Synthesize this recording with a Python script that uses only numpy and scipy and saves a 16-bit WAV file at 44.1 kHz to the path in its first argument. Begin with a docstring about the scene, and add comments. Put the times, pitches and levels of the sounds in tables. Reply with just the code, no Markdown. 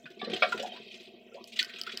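"""Water gurgling in a home fish tank, close up. Air glugs through it about 15 times a second, each
pocket a sagging tone that rings the hollow above the water. The surface sloshes twice, with plops,
ringing bubbles and splashes made of tiny bubbles, and trickles on in between. Late on, a few hard
drops tick on the tank. A small room rings lightly; a pump hum and a faint hiss lie underneath."""
import sys
import numpy as np
from scipy import signal
from scipy.fft import rfft, irfft, next_fast_len
from scipy.io import wavfile
from scipy.ndimage import map_coordinates

SR = 44100
rng = np.random.default_rng(int(sys.argv[2]) if len(sys.argv) > 2 else 0)


def unload_wav(signal):
    """Save mono or channel-first audio to the path in sys.argv[1] as 16-bit WAV at rate SR, clipped to [-1, 1]."""
    wavfile.write(
        sys.argv[1],
        SR,
        np.round(np.clip(np.atleast_2d(signal).T, -1, 1) * 32767).astype(np.int16),
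    )


N = 88200
BUBBLE_RISE_S, BUBBLE_T60_S = 0.001, 0.038


def amp(db):
    """Decibels to gain."""
    return 10 ** (np.asarray(db) / 20)


def unit(x):
    """Scale to rms 1."""
    return x / np.sqrt(np.mean(x ** 2) + 1e-20)


def along(points, hz):
    """Read a curve of (freq_hz, value) points on a log frequency axis."""
    freqs, values = np.transpose(points)
    return np.interp(np.log(hz + 1), np.log(freqs + 1), values)


def curves(rows):
    """Automation: one value per sample for each column after the time."""
    times, *columns = np.transpose(rows)
    return [np.interp(np.arange(N) / SR, times, column) for column in columns]


def wobble(rate_hz, size):
    """A smooth random curve with rate_hz knots a second."""
    return map_coordinates(rng.standard_normal(2048), [np.arange(size) * rate_hz / SR], mode="mirror")


def filtered(x, response):
    """Equalise x with a gain given as a function of frequency."""
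    size = next_fast_len(N + SR // 2)
    return irfft(rfft(x, size) * response(np.fft.rfftfreq(size, 1 / SR)), size)[:N]


def coloured(x, colour):
    """x through an EQ curve of (freq_hz, gain_db) points, at rms 1."""
    return unit(filtered(x, lambda hz: amp(along(colour, hz))))


def add(track, start_s, sound):
    """Mix a sound into the track."""
    part = track[max(0, round(start_s * SR)):][:len(sound)]
    part += sound[:len(part)]


def event_time():
    """Time axis of one short event, in seconds."""
    return np.arange(SR // 4) / SR


def envelope(rise_s, hold_s, t60_s):
    """Attack, hold and exponential release."""
    t = event_time()
    attack = 1 - np.exp(-t / rise_s)
    return attack * np.exp(-np.log(1000) * np.maximum(t - hold_s, 0) / t60_s)


def tone(hz, waver_rad, octaves_per_s=0):
    """A sine that wavers in phase; any glide stops after 45 ms."""
    t = event_time()
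    pitch_hz = hz * 2 ** (octaves_per_s * np.minimum(t, .045))
    return np.sin(2 * np.pi * np.cumsum(pitch_hz) / SR + waver_rad * wobble(231.6, len(t)))


def fizz(low_hz, high_hz, decay_cycles, spread_db, count):
    """A swarm of tiny bubbles, each a damped sine of random onset, pitch and size."""
    when, pitch, size = rng.random((count, 3)).T
    hz = low_hz * (high_hz / low_hz) ** pitch[:, None]
    gain = amp(-spread_db * np.log(1 - .98 * size))[:, None]  # many quiet, a few loud
    age = np.arange(SR // 100)
    cycles = hz * age / SR
    grains = gain * np.sin(2 * np.pi * cycles) * np.exp(-cycles / decay_cycles)
    positions = (when * N).astype(int)[:, None] + age
    return np.bincount(positions.ravel(), grains.ravel())[:N]


def glass_walls(x, gain=.42, latest_s=.008, count=9):
    """Quick echoes between the glass walls ripple the spectrum."""
    echoes = sum(np.sign(polarity - .5) * np.roll(x, int(delay * latest_s * SR))
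                 for delay, polarity in rng.random((count, 2)))
    return x + gain * echoes


def water_textures():
    """Spray, hollow slap and mist: swarms of middling, large and minute bubbles."""
    # EQ of each swarm: freq_hz, gain_db
    spray_eq = [(1200, -60), (1800, -19.5), (2300, -5.5), (3200, 1.5), (4100, 1), (4900, -2.5), (5800, -15),
                (9000, -45)]
    slap_eq = [(700, -50), (1000, -20), (1350, -0.5), (1600, 0.5), (2100, 3.5), (2800, -19.5), (5000, -61)]
    mist_eq = [(3000, -46), (5200, -4), (6500, -4), (8000, -6), (9600, -15), (12000, -17), (14000, -9),
               (15800, -17)]
    spray = glass_walls(fizz(1908.5, 5784, decay_cycles=14, spread_db=3, count=10000))
    slap = glass_walls(fizz(841, 2375, decay_cycles=4.8, spread_db=3, count=3000))
    mist = glass_walls(fizz(5010, 18000, decay_cycles=6.2, spread_db=7.5, count=8000))
    return coloured(spray, spray_eq), coloured(slap, slap_eq), coloured(mist, mist_eq)


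def trickle(crossover_hz=3280):
    """A fluttering wash of tiny bubbles that swells and brightens with each slosh, then settles."""
    # fader moves of the wash: time_s, dark_spray_db, bright_spray_db, slap_db, mist_db
    faders = [(0.0, -73, -79, -71, -74.5), (0.14, -66, -78, -92, -82.5), (0.27, -66, -54.5, -54, -79.5),
              (0.39, -58, -50.5, -52, -64.5), (0.46, -53, -46.5, -62, -59.5),
              (0.54, -53.5, -57.5, -65, -60.5), (0.68, -54.5, -59, -79, -71.5),
              (0.77, -56.5, -58, -61, -77), (0.89, -55.5, -59.5, -85, -72),
              (0.96, -59.5, -57, -66.5, -66.5), (1.09, -61.5, -68, -83.5, -78),
              (1.16, -66, -69.5, -84, -90), (1.35, -62.5, -97, -74.5, -75.5),
              (1.41, -60.5, -66.5, -94, -79.5), (1.53, -66, -63.5, -78.5, -68),
              (1.6, -56, -57, -49.5, -57.5), (1.73, -60.5, -57.5, -57, -74),
              (1.82, -64.5, -59.5, -59.5, -72), (2.0, -58, -53.5, -53.5, -62.5)]
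    # trim on each fader: dark_spray_db, bright_spray_db, slap_db, mist_db
    trims = [1, 1, 0, 0]
    flutter_db = 1.2 * wobble(rate_hz=70, size=N)
    spray, slap, mist = water_textures()
    dark_spray = filtered(spray, lambda hz: 1 / (1 + (hz / crossover_hz) ** 20))
    layers = unit(dark_spray), unit(spray - dark_spray), slap, mist
    return sum(amp(level_db + trim_db + flutter_db) * layer
               for level_db, trim_db, layer in zip(curves(faders), trims, layers))


def pump():
    """The pump's mains hum, drifting in phase, and the low murmur of moving water in the tank."""
    # partials of the hum: pitch_hz, rms_db
    partials = [(60, -86.5), (120, -85.5), (240, -64), (480, -72), (630, -72.5), (690, -69.5)]
    # EQ of the murmur: freq_hz, gain_db
    murmur_eq = [(25, -28.5), (60, -49), (100, -28), (150, -31.5), (220, 5), (290, -25), (380, -2),
                 (540, -13), (670, 0), (800, -20.5), (1100, -29), (1500, -60), (4000, -75.5)]
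    # swell of the murmur: time_s, rms_db
    murmur_fader = [(0, -62.5), (.18, -65.5), (.25, -51), (.6, -50), (.85, -62.5), (1.4, -59), (2, -67.5)]
    t = np.arange(N) / SR
    hum = sum(amp(rms_db) * np.sqrt(2) * np.sin(2 * np.pi * hz * t + 0.92 * wobble(6.1, N))
              for hz, rms_db in partials)
    murmur = amp(curves(murmur_fader)[0]) * coloured(rng.standard_normal(N), murmur_eq)
    return hum + murmur


def hiss(level_db=-85.5):
    """Faint, even microphone hiss."""
    # EQ of the hiss: freq_hz, gain_db
    hiss_eq = [(1000, -35), (6000, -6), (9500, -10), (13000, 3), (16000, -2)]
    return amp(level_db) * coloured(rng.standard_normal(N), hiss_eq)


def glugs(rise_s=0.00339, hold_s=0.0094, sag_octaves_per_s=6.1, thump_db=-15.5):
    """Each pocket of air sags in pitch and rings the hollow; water thumps softly shut behind it."""
    # pockets of air: time_s, level_db, pitch_hz (at the end of the hold)
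    pockets = [(0.04, -49.5, 290), (0.105, -44, 377), (0.172, -41.5, 398), (0.229, -32, 414),
               (0.275, -31, 459), (0.301, -31, 475), (0.33, -29, 388), (0.482, -41.5, 407),
               (0.546, -29.5, 405), (0.599, -38, 554), (0.665, -46, 404), (0.737, -43, 401),
               (0.801, -42.5, 415), (0.867, -45, 410), (0.939, -45.5, 385), (1.004, -45.5, 366),
               (1.077, -45, 387), (1.138, -46, 357), (1.206, -50, 400), (1.266, -49.5, 415),
               (1.343, -52, 405), (1.407, -47, 356), (1.539, -51, 418), (1.608, -48.5, 347),
               (1.668, -50, 415), (1.742, -45.5, 392), (1.808, -48.5, 380), (1.876, -45, 396),
               (1.937, -40.5, 406)]
    # modes of the air space over the water: pitch_hz, gain_db, t60_s
    hollow_modes = [(160, -29, .09), (218.4, -6, 0.12), (696, -16, 0.091)]
    # EQ of the thump: freq_hz, gain_db
    thump_eq = [(60, -58), (110, -11.5), (160, -5.5), (230, -6), (320, 0), (480, -4.5), (700, -13.5),
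                (900, -19), (1150, -16.5), (1600, -66), (4000, -92)]
    tones, thump_shape = np.zeros((2, N))
    for time_s, level_db, pitch_hz in pockets:
        start_hz = pitch_hz * 2 ** (sag_octaves_per_s * hold_s)
        pocket = tone(start_hz, waver_rad=0.29, octaves_per_s=-sag_octaves_per_s)
        pocket *= envelope(rise_s, hold_s, t60_s=0.042)
        hollow = sum(amp(gain_db) * tone(hz, waver_rad=0.085) * envelope(rise_s, 0, t60_s)
                     for hz, gain_db, t60_s in hollow_modes)
        add(tones, time_s - rise_s, amp(level_db) * (pocket + hollow))
        add(thump_shape, time_s, amp(level_db + thump_db) * envelope(rise_s, hold_s, t60_s=0.17))
    return tones + thump_shape * coloured(rng.standard_normal(N), thump_eq)


def bubbles():
    """Single bubbles ring briefly, a little unsteady in pitch and level."""
    # single bubbles: start_s, pitch_hz, level_db, hold_s
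    pings = [(0.042, 159, -56, 0.025), (0.042, 3580, -50, 0.0023), (0.056, 2505, -46, 0.0075),
             (0.063, 1479, -50.5, 0.014), (0.196, 2273, -47, 0.015), (0.217, 725, -33, 0.002),
             (0.214, 1170, -42, 0.026), (.215, 1733, -42, 0.012), (.216, 3575, -35.5, 0.004),
             (0.229, 199, -49, .02), (.246, 4056, -38.5, .008), (0.332, 712, -38, 0.0052),
             (0.336, 3130, -32.5, .01), (0.365, 712, -39.5, 0.01), (.364, 2920, -33, 0.0057),
             (0.523, 1407, -24, 0.0065), (0.524, 1000, -36, 0.01), (0.52, 750, -43, 0.0052),
             (.552, 1395, -68, 0.013), (0.59, 710, -41, .008), (0.667, 727, -50.5, 0.032),
             (0.721, 680, -41, 0.0091), (0.719, 3120, -40, 0.004), (1.319, 1370, -61.5, 0.011),
             (1.558, 2860, -41, .009), (1.616, 1496, -38.5, 0.014), (1.697, 1860, -43, 0.0043),
             (1.767, 1320, -60.5, 0.08), (1.869, 1350, -38.5, 0.0084), (1.873, 1450, -35, 0.0031),
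             (1.892, 2430, -54, .01)]
    out = np.zeros(N)
    for start_s, pitch_hz, level_db, hold_s in pings:
        ring = tone(pitch_hz, waver_rad=.35) * envelope(BUBBLE_RISE_S, hold_s, BUBBLE_T60_S)
        shimmer_db = 2.2 * wobble(rate_hz=160, size=len(ring))
        add(out, start_s, amp(level_db + shimmer_db) * ring)
    return out


def splashes(spray_trim_db=-12.5, slap_trim_db=-11.5, mist_trim_db=-2.5):
    """Short bursts of tiny bubbles where the surface breaks."""
    # breaks of the surface: start_s, spray_db, slap_db, mist_db, hold_s
    bursts = [(0.056, -42, -41.5, -79, 0.015), (0.102, -45.5, -58, -66, 0.014),
              (0.1926, -38.5, -66, -72, 0.011), (0.2136, -32, -39.5, -82, 0.0064),
              (0.2423, -31, -38.5, -65, 0.0072), (0.298, -31, -46, -56, 0.0044),
              (0.3154, -30, -39.5, -68, 0.003), (0.332, -23, -34, -48.5, 0.0059),
              (0.362, -25.5, -45, -53, 0.0052), (0.4236, -15, -20.5, -51.5, 0.012),
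              (0.5207, -27, -30.5, -49, 0.0066), (0.576, -28.5, -31, -54, 0.005),
              (0.5968, -23.5, -39.5, -53, 0.0042), (0.6246, -37, -45, -48.5, 0.0076),
              (0.659, -37, -42.5, -58.5, 0.017), (0.722, -44, -55, -62.5, 0.018),
              (0.7627, -35.5, -43.5, -65.5, 0.0081), (0.9139, -41, -72, -67, 0.0046),
              (0.9417, -34, -69, -60, 0.003), (1, -38.5, -64, -68.5, 0.012),
              (1.03, -43.5, -80, -66, 0.0062), (1.07, -42.5, -60, -77, 0.0078),
              (1.3428, -40.5, -57.5, -65.5, 0.014), (1.473, -43, -80, -51.5, 0.01),
              (1.521, -34, -82, -57, 0.016), (1.562, -27.5, -50, -54, 0.014),
              (1.5895, -16.5, -38, -38.5, 0.01), (1.694, -36, -41, -57, 0.008),
              (1.737, -31, -47.5, -61, 0.0042), (1.7597, -32, -74, -63.5, 0.007),
              (1.7847, -35, -49, -55, 0.013), (1.8646, -29, -31.5, -57, 0.011),
              (1.8918, -28.5, -37, -63, 0.0039), (1.9182, -29.5, -59, -51, 0.012)]
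    spray, slap, mist = np.zeros((3, N))
    for start_s, spray_db, slap_db, mist_db, hold_s in bursts:
        shape = envelope(rise_s=.0004, hold_s=hold_s, t60_s=0.083)
        add(spray, start_s, amp(spray_db + spray_trim_db) * shape)
        add(slap, start_s, amp(slap_db + slap_trim_db) * shape)
        add(mist, start_s, amp(mist_db + mist_trim_db) * shape)
    return sum(gain * texture for gain, texture in zip((spray, slap, mist), water_textures()))


def plops(deep_s=.4222, bright_s=1.5912, rise_s=.0006):
    """Two big pockets of air collapse, one deep and one bright, each a cluster of unsteady modes."""
    # modes of each pocket: pitch_hz, level_db, hold_s, t60_s
    deep_modes = [(534.5, -31.5, 0.011, .06), (628, -24, 0.0085, 0.1), (710.7, -30.5, 0.027, 0.055),
                  (1171, -26, 0.0034, 0.12), (1280, -21, 0.002, 0.048), (1371, -24.5, .003, 0.095),
                  (1569, -32, 0.023, 0.063), (2276, -19.5, 0.01, 0.021), (2462, -26, 0.018, 0.065),
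                  (3272, -30, 0.0074, .05), (3360, -27.5, 0.0056, .08)]
    bright_modes = [(1810, -40, 0.012, .04), (1984, -27, 0.0086, 0.029), (3122, -29.5, .006, 0.034),
                    (3450, -29.5, 0.0068, .05), (3922, -25.5, 0.0099, .05), (4420, -25.5, 0.004, 0.046),
                    (4320, -29.5, 0.005, 0.098)]
    out = np.zeros(N)
    for start_s, modes in (deep_s, deep_modes), (bright_s, bright_modes):
        for pitch_hz, level_db, hold_s, t60_s in modes:
            ring = tone(pitch_hz, waver_rad=.6) * envelope(rise_s, hold_s, t60_s)
            add(out, start_s, amp(level_db) * ring)
    return out


def gurgles():
    """Pockets of air rise in pitch as they shrink; churning water roughens their tone."""
    # shrinking pockets: start_s, start_pitch_hz, glide_octaves_per_s, level_db, hold_s
    pockets = [(.599, 512, 4.9, -37.5, 0.032), (.632, 713, 1.4, -34, 0.023),
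               (0.727, 817, 7.1, -54.5, 0.049), (1.315, 441, 4, -51, 0.042),
               (1.346, 546.6, 8.8, -48.5, 0.039), (1.365, 900, 6.5, -56.5, 0.049)]
    out = np.zeros(N)
    for start_s, pitch_hz, glide, level_db, hold_s in pockets:
        ring = tone(pitch_hz, waver_rad=.8, octaves_per_s=glide)
        ring *= envelope(BUBBLE_RISE_S, hold_s, BUBBLE_T60_S)
        churn = 1 + .6 * wobble(rate_hz=260, size=len(ring))
        add(out, start_s, amp(level_db) * churn * ring)
    return out


def ticks(rise_s=0.00036, crack_db=-5, crack_t60_s=0.0019):
    """Hard drops strike the tank: a brief crack of noise and a thin ring."""
    # drops on the tank: start_s, level_db
    drops = [(1.4417, -33), (1.6284, -19.5), (1.647, -28), (1.651, -35), (1.8143, -20), (1.8359, -30),
             (1.974, -21)]
    # modes that a drop rings: pitch_hz, gain_db, t60_s
    modes = [(1380, -55, 0.05), (3010, -6.5, 0.013), (4510, -34, 0.056), (4770, 6, 0.0048),
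             (5020, -7, 0.015), (7530, 0, 0.0018), (10620, -35.5, 0.087), (12410, -33, .04),
             (13740, -35, 0.025), (15100, -31, 0.027)]
    out = np.zeros(N)
    for start_s, level_db in drops:
        ring = sum(amp(gain_db) * tone(hz, waver_rad=0.32) * envelope(rise_s, 0, t60_s)
                   for hz, gain_db, t60_s in modes)
        crack = amp(crack_db) * envelope(rise_s, 0, crack_t60_s) * rng.standard_normal(len(ring))
        add(out, start_s, amp(level_db) * (ring + crack))
    return out


def room(x, wet_db=-12):
    """A small room's reverb: a tail of noise whose treble dies first."""
    # decay of the room: freq_hz, t60_s
    decay_times = [(200, 0.32), (1500, 0.26), (5000, 0.073), (14000, .12)]
    hz, t, noise = signal.stft(rng.standard_normal(SR // 2), SR, nperseg=256)
    decay = np.exp(-np.log(1000) * t / along(decay_times, hz)[:, None])
    tail = signal.istft(noise * decay, SR, nperseg=256)[1]
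    return amp(wet_db) * signal.fftconvolve(x, tail / np.linalg.norm(tail))[:N]


def scene(low_cut_hz=122):
    """The water's hits, low-cut and sent to the room, over a dry bed of trickle, pump and hiss."""
    water = glugs() + bubbles() + gurgles() + plops() + splashes() + ticks()
    low_cut = signal.butter(3, low_cut_hz, btype="high", fs=SR, output="sos")
    water = signal.sosfilt(low_cut, water)
    return (water + room(water) + trickle() + pump() + hiss())[None]


def record(dry, top_hz=16200):
    """A brick-wall high cut on the whole mix."""
    return np.array([filtered(channel, lambda hz: hz < top_hz) for channel in dry])


dry = scene()
out = record(dry)
unload_wav(out)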